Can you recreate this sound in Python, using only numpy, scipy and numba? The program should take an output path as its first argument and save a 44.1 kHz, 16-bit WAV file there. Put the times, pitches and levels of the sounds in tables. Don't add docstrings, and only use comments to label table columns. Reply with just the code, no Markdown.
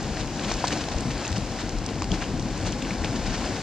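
import sys
import numpy as np
from scipy import signal
from scipy.fft import rfft, irfft
from scipy.io import wavfile
from scipy.ndimage import uniform_filter1d
from numba import njit

SR = 44100
rng = np.random.default_rng(int(sys.argv[2]) if len(sys.argv) > 2 else 0)


def materialize(psi):
    bounded = np.clip(np.atleast_2d(psi).T, -1, 1)
    quanta = np.round(bounded * 32767).astype(np.int16)
    wavfile.write(sys.argv[1], SR, quanta)


N = 159642
SPLIT_HZ = 600


def undb(db):
    return 10 ** (np.asarray(db) / 20)


def unit_rms(x):
    return x / np.sqrt(np.mean(x ** 2))


def fader(table, column=1):
    rows = np.array(table)
    return undb(np.interp(np.arange(N) / SR, rows[:, 0], rows[:, column]))


def octaves_above(hz, size=N):
    return np.log2((np.fft.rfftfreq(size, 1 / SR) + 1) / hz)


def over_hz(table, size=N, column=1):
    rows = np.array(table)
    return np.interp(octaves_above(1, size), np.log2(rows[:, 0]), rows[:, column])


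def bell(hz, width_oct, size=N):
    return np.exp(-.5 * (octaves_above(hz, size) / width_oct) ** 2)


def eq(x, gain):
    return irfft(rfft(x) * gain, len(x))


def wander(rate_hz):
    hold = int(SR / rate_hz)
    steps = np.repeat(rng.standard_normal(N // hold + 1), hold)
    drift = uniform_filter1d(uniform_filter1d(steps, hold), hold)[:N]
    return drift / drift.std()


@njit
def bubbles(start_s, pitch_hz, cycles, gain, rise):
    out = np.zeros(N)
    for k in range(len(start_s)):
        span, phase, onset = cycles[k] * SR / pitch_hz[k], 0., int(start_s[k] * SR)
        for i in range(min(int(3 * span), N - onset)):
            age = 4 * i / span
            phase += 2 * np.pi * pitch_hz[k] * (1 + rise[k] * (i / span - .3)) / SR
            out[onset + i] += gain[k] * age * np.exp(1 - age) * np.sin(phase)
    return out


# frequency_hz, gain_db
POOL_EQ = [(15, -25), (25, -11), (59, 2.5), (253, -1.5), (314, -3), (410, -11), (523, -10), (598, -13.5),
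           (762, -11.5), (920, -16.5), (1050, -16), (1200, -21.5), (1530, -19), (1950, -21.5),
           (2700, -21.5), (3440, -24.5), (5010, -21.5), (6900, -24.5), (8300, -35), (10900, -50),
           (13600, -56), (15500, -81)]
# time_s, gurgle_fader_db, fizz_and_steam_fader_db
BOIL_FADERS = [(0.0, -30.5, -39), (0.58, -33.5, -35), (1.08, -30.5, -39), (1.19, -36.5, -39),
               (1.39, -32.5, -37.5), (1.43, -32, -37), (2.08, -30.5, -40.5), (2.13, -26, -36.5),
               (2.19, -33, -39), (2.4, -28, -41), (2.57, -33, -39.5), (2.63, -30.5, -37.5),
               (2.87, -31, -39.5), (2.92, -34, -38.5), (2.96, -30.5, -40), (3.2, -29, -37.5),
               (3.61, -33, -34.5)]


def boil():
    count = int(2400 * N / SR)
    when, pitch, size, ring = rng.random((count, 4)).T
    pitch_hz = 50 * 200 ** pitch
    size_db = 5 * np.minimum(-np.log(1 - size), 1)
    clump_db = 2.5 * wander(rate_hz=14)[(when * N).astype(int)]
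    gain = pitch_hz * undb(size_db + clump_db)
    swarm = bubbles(when * N / SR, pitch_hz, 2.45 * (.5 + ring), gain, rise=np.full(count, .45))
    noise = rng.standard_normal(N)
    high_share = 1 / (1 + np.exp(-2 * octaves_above(SPLIT_HZ)))
    colour = undb(over_hz(POOL_EQ))
    lows, highs = colour * np.sqrt(1 - high_share), colour * np.sqrt(high_share)
    gurgle = undb(-10) * unit_rms(eq(swarm, lows))
    churn = undb(-3) * unit_rms(eq(noise, lows))
    fizz = undb(-3) * unit_rms(eq(swarm, highs))
    steam = undb(-1 + 1.28 * wander(rate_hz=9.19)) * unit_rms(eq(noise, highs))
    return (gurgle + churn) * fader(BOIL_FADERS) + (fizz + steam) * fader(BOIL_FADERS, column=2)


# time_s, fader_db
GUSTS = [(0.0, -51), (0.24, -34), (0.38, -63), (0.56, -30.5), (0.63, -66), (0.78, -38), (0.9, -49),
         (0.94, -36), (1.46, -43.5), (1.83, -33.5), (1.92, -57), (2.06, -36.5), (3.43, -34.5), (3.62, -51)]


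def wind():
    return fader(GUSTS) * unit_rms(eq(rng.standard_normal(N), bell(hz=40, width_oct=.22)))


def spray(size, centre_hz, width_oct):
    grit = np.repeat(undb(2 * rng.standard_normal(size // 32)), 32)
    tone = undb(over_hz(POOL_EQ, size)) * bell(centre_hz, width_oct, size)
    low_cut = octaves_above(SPLIT_HZ, size) > 0
    return unit_rms(eq(grit * rng.standard_normal(size), tone * low_cut))


# start_s, peak_db, centre_hz, length_s
SPLATS = [(0.028, -28.5, 6690, 0.0045), (0.171, -26, 3070, .003), (.3944, -23, 3000, .003),
          (.5142, -19.5, 2980, .003), (0.519, -17.5, 6040, 0.0035), (0.54, -20.5, 6000, 0.0022),
          (.6515, -23, 5800, .002), (.672, -19, 5600, .002), (.679, -18.5, 6600, 0.0033),
          (0.708, -28, 3400, .002), (0.725, -22.5, 6500, 0.0041), (.8065, -31, 3000, 0.0064),
          (0.8393, -21, 3400, 0.0024), (0.887, -19, 3100, 0.0012), (0.984, -23.5, 6400, 0.0015),
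          (1.007, -23, 7850, .002), (1.179, -27, 5750, .0025), (1.2576, -25, 6500, 0.0011),
          (1.2618, -27, 6000, .0015), (1.2786, -17.5, 6250, 0.0017), (1.3178, -25, 8000, 0.0013),
          (1.324, -30, 5000, .002), (1.3275, -27, 8500, .0015), (1.3278, -20, 2860, 0.0022),
          (1.3635, -23.5, 3020, 0.0023), (1.38, -23.5, 8000, .002), (1.519, -29, 7540, 0.0016),
          (1.609, -27.5, 7200, .002), (1.693, -21.5, 6140, 0.0023), (1.7855, -26, 6560, 0.0023),
          (1.8623, -21, 6950, 0.0033), (1.887, -24, 3100, 0.01), (2.0213, -19, 5170, .0025),
          (2.0423, -24, 3600, 0.0022), (2.0425, -24, 7200, 0.002), (2.117, -18, 4400, .0025),
          (2.396, -25, 5600, 0.0023), (2.425, -27, 6530, 0.0025), (2.5765, -26, 6550, .002),
          (2.6667, -22.5, 6600, 0.003), (2.722, -24, 5800, .002), (2.795, -33, 6400, 0.0018),
          (2.824, -25, 7270, 0.0035), (3.045, -22, 2880, .003), (3.049, -27.5, 6800, .0025),
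          (3.273, -28, 2980, 0.0025), (3.453, -26, 5580, .002)]


def splats(size=8192):
    out = np.zeros(N + size)
    for start_s, peak_db, centre_hz, length_s in SPLATS:
        onset, age = int(start_s * SR), 4 * np.arange(size) / SR / length_s
        slap = spray(size, centre_hz, width_oct=.59) * age * np.exp(1 - age)
        out[onset:onset + size] += slap / np.abs(slap).max() * undb(peak_db)
    return out[:N]


# start_s, length_s, level_db, centre_hz
SPLASHES = [(0.165, 0.033, -43, 2170), (0.181, 0.048, -34, 2690), (0.42, 0.047, -34, 3020),
            (0.458, 0.097, -33, 3200), (0.556, 0.093, -39, 2890), (0.635, 0.032, -32, 2610),
            (0.667, 0.027, -31, 4200), (0.704, 0.043, -31, 2300), (0.8, 0.029, -31, 3400),
            (0.907, 0.03, -35, 2670), (1.093, 0.04, -34.5, 2990), (1.239, 0.029, -36, 3140),
            (1.35, 0.034, -33, 2950), (1.573, 0.067, -35, 2520), (2.127, 0.029, -33, 2600),
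            (2.199, 0.054, -34, 2000), (2.639, 0.07, -33, 3400), (3.03, 0.04, -36.5, 2500),
            (3.148, 0.03, -33.5, 2630), (3.247, 0.043, -32, 2290), (3.285, 0.043, -37, 2540),
            (3.32, 0.056, -32, 2620), (3.37, 0.019, -38, 2650), (3.549, 0.032, -36, 2570)]


def splashes(size=8192):
    out = np.zeros(N + size)
    for start_s, length_s, level_db, centre_hz in SPLASHES:
        onset = int(start_s * SR)
        swell = np.sin(np.pi * np.clip(np.arange(size) / SR / length_s, 0, 1)) ** 2
        out[onset:onset + size] += spray(size, centre_hz, width_oct=1.7) * swell * undb(level_db)
    return out[:N]


# start_s, peak_db, pitch_hz, ring_cycles
POPS = [(0.1708, -24.5, 1730, 4.6), (0.435, -29, 3260, 4.4), (.4484, -22.5, 2970, 4),
        (0.5163, -13, 800, 0.75), (.6410, -9.5, 860, 2.3), (.6418, -22, 1580, 2.5),
        (.6450, -12.5, 850, 1.5), (.684, -30, 4560, 6.6), (.7065, -24, 1600, 3), (0.722, -22, 2680, 3.5),
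        (0.7282, -19, 2600, 3.2), (.728, -25.5, 530, 5.3), (.884, -21, 700, 3), (.944, -23, 675, 3.3),
        (1.2501, -25.5, 2550, 12), (1.2682, -21, 3400, 2.8), (1.5894, -25.5, 1720, 3.7),
        (2.0209, -18.5, 1010, 3.3), (2.0206, -24, 2410, 4.4), (2.0324, -25, 4720, 3.6),
        (2.1174, -18.5, 3150, 7.4), (2.132, -19, 560, 0.9), (2.2214, -23, 1490, 3.5),
        (2.2258, -22, 1500, 2.3), (2.241, -24, 2880, 5.1), (2.671, -23, 641, 2), (2.729, -22, 2880, 2.7),
        (2.8205, -26, 3430, 6), (2.824, -24, 2500, 3.7), (2.8504, -22.5, 2720, 2.6),
        (2.9076, -20.5, 2200, 5), (3.0472, -19.5, 616, 1.4), (3.0395, -22, 1910, 2.8),
        (3.0457, -17, 2880, 2.3), (3.059, -24, 2500, 3), (3.337, -30, 695, 5.6), (3.3495, -26, 1620, 4)]


def pops():
    start_s, peak_db, pitch_hz, cycles = np.array(POPS, float).T
    return bubbles(start_s, pitch_hz, np.maximum(cycles, 1), undb(peak_db), rise=np.full(len(POPS), .14))


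# start_s, length_s, peak_db, pitch_hz, rise_fraction
GULPS = [(0.46, 0.037, -23.5, 193, 0.25), (0.718, 0.046, -30.5, 285, 0.24),
         (0.957, 0.029, -19.5, 62.6, 0.27), (1.002, 0.039, -30, 267, 0.28), (1.045, 0.092, -26, 130, 0.15),
         (1.079, 0.034, -24.5, 243, 0.3), (1.306, 0.039, -22.5, 76, 0.23),
         (1.332, 0.082, -26.5, 109.5, 0.19), (1.375, 0.027, -22, 182, 0.25), (2.102, 0.039, -24, 60.7, .2),
         (2.113, 0.031, -20, 176, 0.039), (2.116, 0.034, -26.5, 124, .1), (2.126, 0.029, -24.5, 290, 0.16),
         (2.339, 0.019, -27.5, 234, 0.39), (2.605, 0.091, -26.5, 96, 0.16), (2.741, 0.029, -25.5, 238, 0.3),
         (2.909, 0.042, -24.5, 194, 0.074), (3.089, 0.022, -23, 103, 0.56), (3.14, 0.065, -30, 237, 0.18),
         (3.27, 0.028, -27.5, 191, 0.18)]


def gulps():
    start_s, length_s, peak_db, pitch_hz, rise = np.array(GULPS, float).T
    return bubbles(start_s, pitch_hz, length_s * pitch_hz, undb(peak_db), rise)


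# frequency_hz, left_over_right_db, left_lead_rad, likeness (0 to 1)
MIC_PORTS = [(30, 5.3, 0, .9), (120, 4, 0, .99), (700, 3.4, 0, .995), (1400, 3.2, 0, .97),
             (2400, 3.4, 0, .93), (4400, 4.5, -.2, .82), (5200, 2.5, -1.1, .74), (6000, 0, -1.8, .62),
             (7000, -3.5, -1.3, .55), (8300, -5, -.5, .62), (10000, -3, -.1, .65), (13000, 0, 0, .6)]


def mic_ports(front, sides):
    likeness = over_hz(MIC_PORTS, column=3)
    pan = undb(over_hz(MIC_PORTS) / 2) * np.exp(.5j * over_hz(MIC_PORTS, column=2))
    shared, apart = np.sqrt((1 + likeness) / 2) * front, np.sqrt((1 - likeness) / 2) * sides
    return np.array([irfft((shared + apart) * pan, N), irfft((shared - apart) / pan, N)])


def scene():
    high_cut = 1 / np.sqrt(1 + 2 ** (16 * octaves_above(hz=12200)))
    hits = eq(splats() + splashes() + pops() + gulps(), high_cut)
    t, scatter_s = np.arange(8192) / SR, .0033
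    rim = rfft(rng.standard_normal(len(t)) * np.exp(-t / scatter_s), N)
    rim /= np.sqrt(np.mean(np.abs(rim) ** 2))
    front = rfft(boil() + hits + undb(.5) * wind())
    sides = rfft(boil() + undb(-1) * wind()) + rfft(hits) * rim
    return mic_ports(front, sides)


def record(dry):
    hiss = undb(-67) * rng.standard_normal(dry.shape)
    return signal.sosfilt(signal.ellip(12, .2, 70, 15500, fs=SR, output="sos"), dry + hiss)


dry = scene()
out = record(dry)
materialize(out)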